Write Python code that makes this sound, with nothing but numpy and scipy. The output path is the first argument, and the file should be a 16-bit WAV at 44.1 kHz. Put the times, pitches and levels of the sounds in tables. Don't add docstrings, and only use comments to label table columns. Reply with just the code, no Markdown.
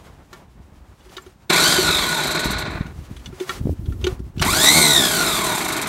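import sys
import numpy as np
from scipy.fft import rfft, irfft, next_fast_len
from scipy.io import wavfile
from scipy.ndimage import uniform_filter1d, map_coordinates

SR = 44100
rng = np.random.default_rng(int(sys.argv[2]) if len(sys.argv) > 2 else 0)


def int16_out(signal):
    q = np.round(np.clip(np.atleast_2d(signal).T, -1, 1) * 32767)
    wavfile.write(sys.argv[1], SR, q.astype(np.int16))


N = 259552
TIME = np.arange(N) / SR

# switch-on and switch-off in seconds, kick and free shaft speed in Hz, run-up
# time constant in seconds, dry drag in Hz per second, a moment in seconds when the high spot bites.
SPINS = [(1.498, 1.73, 13.5, 63.5, .078, 49.5, 2.583), (4.414, 4.78, 13, 92.7, .187, 47, 5.766)]
# roar, scrape and whine level in dB.
SPIN_MIX = [(-22.5, -23.5, -27.5), (-23.5, -21.5, -26.5)]
# hum in dB, brush bounce as a factor, housing lift on the scrape in dB.
SPIN_CHARACTER = [(-42, .7, 15), (-33.5, .36, 9)]
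# housing ring in dB, trims of the low and the high bar tones in dB.
SPIN_TRIMS = [(-32, -3, -5), (-36, 3, 0)]
# start in seconds, roar boost in dB, scrape boost in dB, decay in seconds.
SHUDDERS = [(1.493, 9.5, 7, 0.16), (4.631, 6.5, 2.5, 0.053), (4.882, -4.5, 1.5, 0.089)]
# multiple of the bar rate, level in dB, sideband fall in dB per shaft order.
BAR_TONES = [(1, 5, 6), (2, 0, 5), (3, -3.5, 3.5), (4, -5, 3.5)]
# centre and width in Hz, then weight in dB running
WHINE_MODES = [(975, 390, 2, 7.5), (1415, 56, 1.5, 5.5), (2196, 480, -1.5, 9), (3680, 470, 6, -11),
               (4040, 440, 1.5, -6), (4550, 240, 1.5, 9), (5080, 180, 1.5, 9), (5860, 450, 0.5, 10.5),
               (7300, 690, 1, 14), (8400, 540, 4, 6)]
# frequency in Hz, level in dB.
BRUSH_EQ = [(2000, -26.5), (3500, -15.5), (4500, -13), (5480, -13), (7220, -2.5), (10200, 0.5),
            (11500, 0.5), (16000, -15.5)]
# centre and width in Hz, weight in dB in spin one and in spin two.
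HOLDER_MODES = [(6030, 140, -2, -4), (7250, 220, -3, -3), (8500, 260, -9, -2), (9065, 50, 1, -1),
                (11080, 300, -5, -3), (11820, 190, 4, 1)]
# frequency in Hz, weight in dB.
HOUSING_EQ = [
    [(70, -36), (130, 0), (240, -1), (370, 3.5), (537, -9.5), (641, -5), (1280, -8), (1450, -3.5),
     (2400, -5), (2900, -16.5), (3500, -17), (4050, -7), (5100, -18.5), (9000, -18), (12000, -65.5)],
    [(70, -5.5), (130, -0.5), (240, 3), (383, 4), (556, -14), (641, -2.5), (1210, -5), (1420, -4.5),
     (2300, -2), (2850, -12), (3500, -21.5), (4050, -15.5), (5480, -16.5), (9000, -23), (12000, -34)],
]
# centre in Hz, width in Hz, weight in dB.
HOUSING_MODES = [(162.3, 18, 5.5), (375, 260, -4), (616, 44, 7), (1072, 350, 6), (1459, 13, 8),
                 (2220, 160, -0.5), (3743, 730, 10.5), (5300, 130, -0.5), (6070, 150, 1), (7330, 720, -7.5),
                 (13100, 200, -14)]
# centre in Hz, width in Hz, depth in dB.
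HOUSING_NOTCHES = [(2900, 70, 8), (10480, 690, 9), (12160, 420, 5), (13500, 430, 6)]
# start in seconds, then level in dB of the crack and the low, dull, bright rings.
CLACKS = [(0.3289, -35, -40.5, -32.5, -46), (.992, -51, -70, -62, -60), (1.007, -55, -70, -62, -59),
          (1.0608, -73, -41, -64, -64), (1.093, -46, -48, -62, -50), (1.167, -29.5, -32, -56, -33),
          (1.18, -47, -55, -28, -36), (1.263, -48, -35.5, -43, -48), (1.501, -13.5, -39, -21, -26),
          (1.785, -76, -9.5, -80, -80), (2.865, -43, -51, -40, -42), (3.1647, -37.5, -65, -64, -43),
          (3.195, -48, -67, -62, -46), (3.259, -38, -60, -40, -26), (3.3262, -62, -31.5, -41, -61),
          (3.3998, -29, -27, -51, -33), (3.408, -80, -18, -80, -80), (3.493, -30, -28, -15, -22),
          (3.504, -40, -49, -20, -40), (3.514, -33, -52, -35, -45), (3.858, -45, -40, -53, -46),
          (3.897, -71, -52, -67, -49), (3.9224, -47, -45, -42, -52), (4.013, -42, -51, -48, -44),
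          (4.042, -25.5, -17, -56, -19.5), (4.067, -20.5, -11, -21, -22.5), (4.192, -45.5, -34.5, -56, -63),
          (4.364, -46, -47, -48, -54), (4.38, -38, -33, -54, -36), (4.3958, -29, -38, -35, -24),
          (4.4159, -14, -42, -41, -37), (4.423, -10, -23, -13, -42), (4.811, -80, -16.5, -80, -80)]
# pitch in Hz, level in dB, time to fall 60 dB in seconds.
LINK_MODES = [(370, 3, .1), (1140, -8, .08), (1375, -1, .08), (1800, -8, .1), (2250, -12, .16),
              (2750, -9, .03), (3000, -2, .04), (3360, -3, .2), (3690, -8, .05), (4300, -9, .03),
              (6050, -7, .03)]
# frequency in Hz, level in dB.
CRACK_EQ = [(500, 0.5), (1500, 4.5), (4000, 3.5), (8000, -4), (16000, -17)]
# pitch in Hz, level in dB, time to fall 60 dB in seconds.
TINKLE_MODES = [(7084, -9, .08), (7461, 0, .06), (8134, -12, .04), (12990, -8, .08)]
# time in seconds, level in dB.
GUSTS = [(0, -48), (.52, -50.5), (.6, -46.5), (.92, -45.5), (1.02, -56), (1.27, -45.5), (1.42, -55.5),
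         (1.9, -34), (2.2, -43), (2.62, -29), (2.9, -35.5), (3.36, -38.5), (3.46, -67), (3.61, -24.5),
         (3.74, -28), (3.97, -32), (4.2, -29), (4.27, -36), (4.42, -24), (4.6, -39), (5.89, -49)]
# centre in seconds, level in dB, pitch in Hz.
THUMPS = [(2.459, -12, 201), (2.508, -17, 186), (2.637, -31, 90), (2.811, -9, 126), (2.858, -21, 138),
          (2.991, -21.5, 101), (3.114, -19.5, 151), (3.615, -12.5, 111), (3.657, -9, 140),
          (3.672, -11, 262), (3.695, -13, 330), (3.707, -14, 82), (3.796, -18, 113), (3.888, -13, 84.5),
          (4.36, -22, 72), (4.376, -14, 148), (4.418, -12, 84.5), (4.466, -13, 218), (4.53, -16, 86.5)]
# frequency in Hz, level in dB.
BUFFET_EQ = [(12, -41), (25, -9), (60, 10), (170, -9.5), (330, -11), (500, -27.5), (1100, -49)]
# peak time, rise and fall in seconds, hush and rustle level in dB.
AIR_SWELLS = [(0, .1, 0.14, -50.5, -58.5), (.36, 0.052, 0.07, -51.5, -60), (1.16, 0.097, 0.11, -60, -53.5),
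              (3.3, 1, 0.36, -59, -56.5), (3.43, 0.046, 0.095, -54, -47.5), (3.559, 0.077, 0.027, -41, -37),
              (4.092, 0.06, 0.058, -38.5, -45.5)]
# frequency in Hz, level in dB.
HUSH_EQ = [(88, -13.5), (150, -7), (290, -12.5), (972, -15.5), (4000, -39), (5200, -66), (8800, -120)]
RUSTLE_EQ = [(710, -11), (1200, -7.5), (4860, -15), (6950, -16.5), (16000, -26)]

BARS, REF_HZ = 27, 60
ORDERS = np.arange(5 * BARS)


def amp(db):
    return 10 ** (np.asarray(db) / 20)


def unit(x):
    return x / np.sqrt(np.mean(x ** 2) + 1e-20)


def along(points, hz):
    f, v = np.transpose(points)
    return np.interp(np.log(hz + 1), np.log(f + 1), v)


def curves(rows):
    s, *cols = np.transpose(rows)
    return [np.interp(TIME, s, c) for c in cols]


def wobble(rate):
    return map_coordinates(rng.standard_normal(int(N * rate / SR) + 4), [TIME * rate])


def filtered(x, response):
    m = next_fast_len(len(x) + 8192)
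    return irfft(rfft(x, m) * response(np.fft.rfftfreq(m, 1 / SR)), m)[:len(x)]


def noise(spectrum, size=N):
    return unit(filtered(rng.standard_normal(size), lambda hz: amp(along(spectrum, hz))))


def starter_spin(timing, mix, character, trims, housing_eq, holder_column):
    *drive, bite_s = timing
    on_s, off_s = drive[:2]
    roar_db, scrape_db, whine_db = mix
    hum_db, bounce, housing_lift_db = character
    ring_db, low_trim_db, high_trim_db = trims
    shaft_hz = uniform_filter1d(shaft_speed(*drive), size=800)
    turning = (TIME >= on_s) & (shaft_hz > .7)
    turns = np.cumsum(shaft_hz) / SR
    turns -= np.interp(bite_s, TIME, turns)

    roar_db += 20 * 2.18 * np.log10(shaft_hz / (shaft_hz + 2.17))
    whine_db += 20 * 2.1 * np.log10(shaft_hz / REF_HZ)
    scrape_db += 0.2 * (shaft_hz - REF_HZ)
    scrape_db += 2 * np.exp(-np.maximum(TIME - off_s, 0) / 0.025)
    scrape_db -= 20 * np.log10(1 + np.exp(0.39 * (10.2 - shaft_hz)))
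    for start_s, roar_boost_db, scrape_boost_db, decay_s in SHUDDERS:
        shudder = fading(start_s, decay_s)
        roar_db += roar_boost_db * shudder
        scrape_db += scrape_boost_db * shudder

    scrape = amp(scrape_db) * brush_scrape(shaft_hz, turns, housing_lift_db, holder_column)
    chatter = rng.standard_normal(N) * amp(0.34 * np.cos(2 * np.pi * turns) + 2.04 * wobble(150))
    roar = amp(roar_db) * housing_roar(chatter, shaft_hz, housing_eq)
    whine = amp(whine_db) * bar_whine(turns, turning, on_s, bounce, low_trim_db, high_trim_db)
    hum = amp(hum_db) * armature_hum(shaft_hz, turns, turning, housing_eq)
    ring = amp(ring_db) * housing_ring(chatter, shaft_hz)
    motor = filtered(ring + roar + scrape + whine + hum, housing_notches)
    return motor * uniform_filter1d(turning * 1., size=300)


def shaft_speed(on_s, off_s, kick_hz, free_hz, rise_s, dry_drag):
    viscous_per_s, creep_hz = .27, 4
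    powered = free_hz - (free_hz - kick_hz) * np.exp(-np.clip(TIME - on_s, 0, off_s - on_s) / rise_s)
    drag_hz = dry_drag / viscous_per_s
    speed = (powered + drag_hz) * np.exp(-viscous_per_s * np.maximum(TIME - off_s, 0)) - drag_hz
    return creep_hz * np.log1p(np.exp(speed / creep_hz)) + 1e-6


def bar_whine(turns, turning, on_s, bounce, low_trim_db, high_trim_db):
    skirts_db = []
    for multiple, db, fall_db in BAR_TONES:
        offset = ORDERS - multiple * BARS
        lower_slope = 1 if multiple == 1 else .45
        skirts_db.append(db - fall_db * np.maximum(offset, -offset * lower_slope))
    order_db = np.max(skirts_db, axis=0)
    order_db += low_trim_db * (ORDERS < 1.4 * BARS) + high_trim_db * (ORDERS > 3.3 * BARS)
    buzz = per_turn(order_db, turns + .003 * bounce * wobble(90), drift=bounce, rate=40)
    throb_db = 2 * np.cos(2 * np.pi * (turns - 0.37))
    buzz *= turning * amp(throb_db + 1.67 * wobble(45))
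    modes = np.array(WHINE_MODES)
    free = filtered(buzz, lambda hz: resonant(hz, modes[:, [0, 1, 2]], lift_db=15) ** 1.8)
    loaded = filtered(buzz, lambda hz: resonant(hz, modes[:, [0, 1, 3]], lift_db=15) ** 1.8)
    current = fading(on_s, decay_s=0.094)
    return ((1 - current) * free + current * loaded) / np.std(free)


def brush_scrape(shaft_hz, turns, housing_lift_db, holder_column):
    phase = turns % 1
    depth_db = 42 * np.exp(-(shaft_hz / 23) ** 2) + 4
    release = 1 / (1 + np.exp((.45 - phase) / .05))
    bite = amp(-depth_db * (0.27 * phase + 0.3 * release) + 1.1 * wobble(100))
    bite /= np.sqrt(np.abs(uniform_filter1d(bite ** 2, size=6000)))
    friction = unit(filtered(noise(BRUSH_EQ), lambda hz: resonant(hz, HOUSING_MODES, housing_lift_db)))
    modes = np.array(HOLDER_MODES)[:, [0, 1, holder_column]]
    holder = unit(filtered(rng.standard_normal(N), lambda hz: resonant(hz, modes, lift_db=25) ** 2))
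    holder_db = -13 + 5 * np.cos(2 * np.pi * (turns - .15))
    return bite * (friction + amp(holder_db) * holder)


def housing_roar(chatter, shaft_hz, housing_eq):
    roar = through_housing(chatter, housing_eq, colour=0.94)
    treble = filtered(roar, lambda hz: 1 / (1 + (2800 / (hz + 1)) ** 8))
    cut_db = 14 * np.exp(-(shaft_hz / 7) ** 2)
    return roar - treble * (1 - amp(-cut_db))


def housing_ring(chatter, shaft_hz, pitch_hz=1465, width_hz=40):
    ring = unit(filtered(chatter, lambda hz: 1 / (1 + (2 * (hz - pitch_hz) / width_hz) ** 2)))
    return ring * amp(2.5 * wobble(15)) * (shaft_hz / REF_HZ) ** .7


def armature_hum(shaft_hz, turns, turning, housing_eq):
    order_db = -40 * (ORDERS == 0) - .2 * ORDERS - 3 * np.maximum(ORDERS - 12, 0)
    knocks = per_turn(order_db, turns, drift=.7, rate=25)
    knocks *= (shaft_hz / shaft_hz.max()) ** 2
    return through_housing(knocks * turning, housing_eq, colour=.6)


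def through_housing(x, eq, colour):
    return unit(filtered(x, lambda hz: (amp(along(eq, hz)) * resonant(hz, HOUSING_MODES, 10)) ** colour))


def housing_notches(hz):
    return amp(-sum(db * np.exp(-((hz - centre) / width) ** 2) for centre, width, db in HOUSING_NOTCHES))


def per_turn(order_db, turns, drift, rate):
    shapes = irfft(amp(order_db) * np.exp(2j * np.pi * rng.random((4, len(order_db)))), 4096)
    played = [np.interp(turns % 1, np.arange(4096) / 4096, shape, period=1) for shape in shapes]
    return played[0] + drift * sum(wobble(rate) * layer for layer in played[1:])


def resonant(hz, modes, lift_db):
    return np.sqrt(1 + sum(amp(lift_db + db) ** 2 / (1 + (2 * (hz - centre) / width) ** 2)
                           for centre, width, db in modes))


def fading(start_s, decay_s):
    return (TIME >= start_s) * np.exp(-np.abs(TIME - start_s) / decay_s)


def linkage(held_from_s=1.0, held_t60=.05):
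    out, t = np.zeros(N + SR), np.arange(SR // 4) / SR
    for start_s, crack_db, low_db, dull_db, bright_db in CLACKS:
        held = start_s > held_from_s
        crack_eq = [(hz, along(CRACK_EQ, hz) + rng.normal(0, 4)) for hz in np.geomspace(500, 16000, 24)]
        envelope = amp(crack_db - 60 * t / 0.055) * (1 - np.exp(-t / 0.002))
        clack = envelope * noise(crack_eq, size=len(t))
        for hz, db, t60 in LINK_MODES:
            upper = hz > 500
            db += low_db if hz < 500 else dull_db if hz < 2600 else bright_db
            hz *= 1 + upper * rng.normal(0, .025 if held else .01)
            db += upper * rng.normal(0, 3.5)
            if held and upper:
                t60 = min(t60, held_t60)
            attack = 1 - np.exp(-t * hz)
            clack += amp(db - 60 * t / t60) * attack * np.sin(2 * np.pi * hz * t)
        out[round(start_s * SR):][:len(t)] += clack
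    return out[:N]


def tinkle(start_s=1.2215, level_db=-47):
    t = np.maximum(TIME - start_s, 0)
    return sum(amp(level_db + db - 60 * t / t60) * np.sin(2 * np.pi * hz * t)
               for hz, db, t60 in TINKLE_MODES)


def wind(small_per_s=8.7):
    gust_db, = curves(GUSTS)
    buffet = amp(gust_db) * unit(amp(3.7 * wobble(30)) * noise(BUFFET_EQ))
    small = [(when * TIME[-1], gust_db[int(when * N)] + 13 - 8 * softness, 70 + 90 * pitch)
             for when, softness, pitch in rng.random((round(small_per_s * N / SR), 3))]
    t = np.arange(-1500, 1500) / SR
    thumps = np.zeros(N + len(t))
    for centre_s, db, hz in list(THUMPS) + small:
        push = np.cos(2 * np.pi * hz * t) * np.exp(-(t * hz / 0.33) ** 2)
        crest = 1.3 * amp(db) * hz / 250 / (1 + (t / 0.0004) ** 2)
        thumps[round(centre_s * SR):][:len(t)] -= amp(db) * (push + crest)
    return buffet + thumps[len(t) // 2:][:N]


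def air():
    hush_gain, rustle_gain = amp(-56.5), amp(-63)
    for peak_s, rise_s, fall_s, hush_db, rustle_db in AIR_SWELLS:
        swell = np.exp(-((TIME - peak_s) / np.where(TIME < peak_s, rise_s, fall_s)) ** 2)
        hush_gain += amp(hush_db) * swell
        rustle_gain += amp(rustle_db) * swell
    hush = hush_gain * amp(2.4 * wobble(28)) * noise(HUSH_EQ)
    rustle = rustle_gain * amp(2.0 * wobble(35)) * noise(RUSTLE_EQ)
    return hush + rustle


def scene():
    spins = zip(SPINS, SPIN_MIX, SPIN_CHARACTER, SPIN_TRIMS, HOUSING_EQ, (2, 3))
    motor = sum(starter_spin(*settings) for settings in spins)
    return (motor + linkage() + tinkle() + wind() + air())[None]


def record(dry):
    low_cut_hz, high_cut_hz = 28, 15780
    soft = dry[0] / (1 + np.abs(dry[0]) ** 8) ** (1 / 8)
    return filtered(soft, lambda hz: (hz < high_cut_hz) / (1 + (low_cut_hz / (hz + 1)) ** 4))[None]


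dry = scene()
out = record(dry)
int16_out(out)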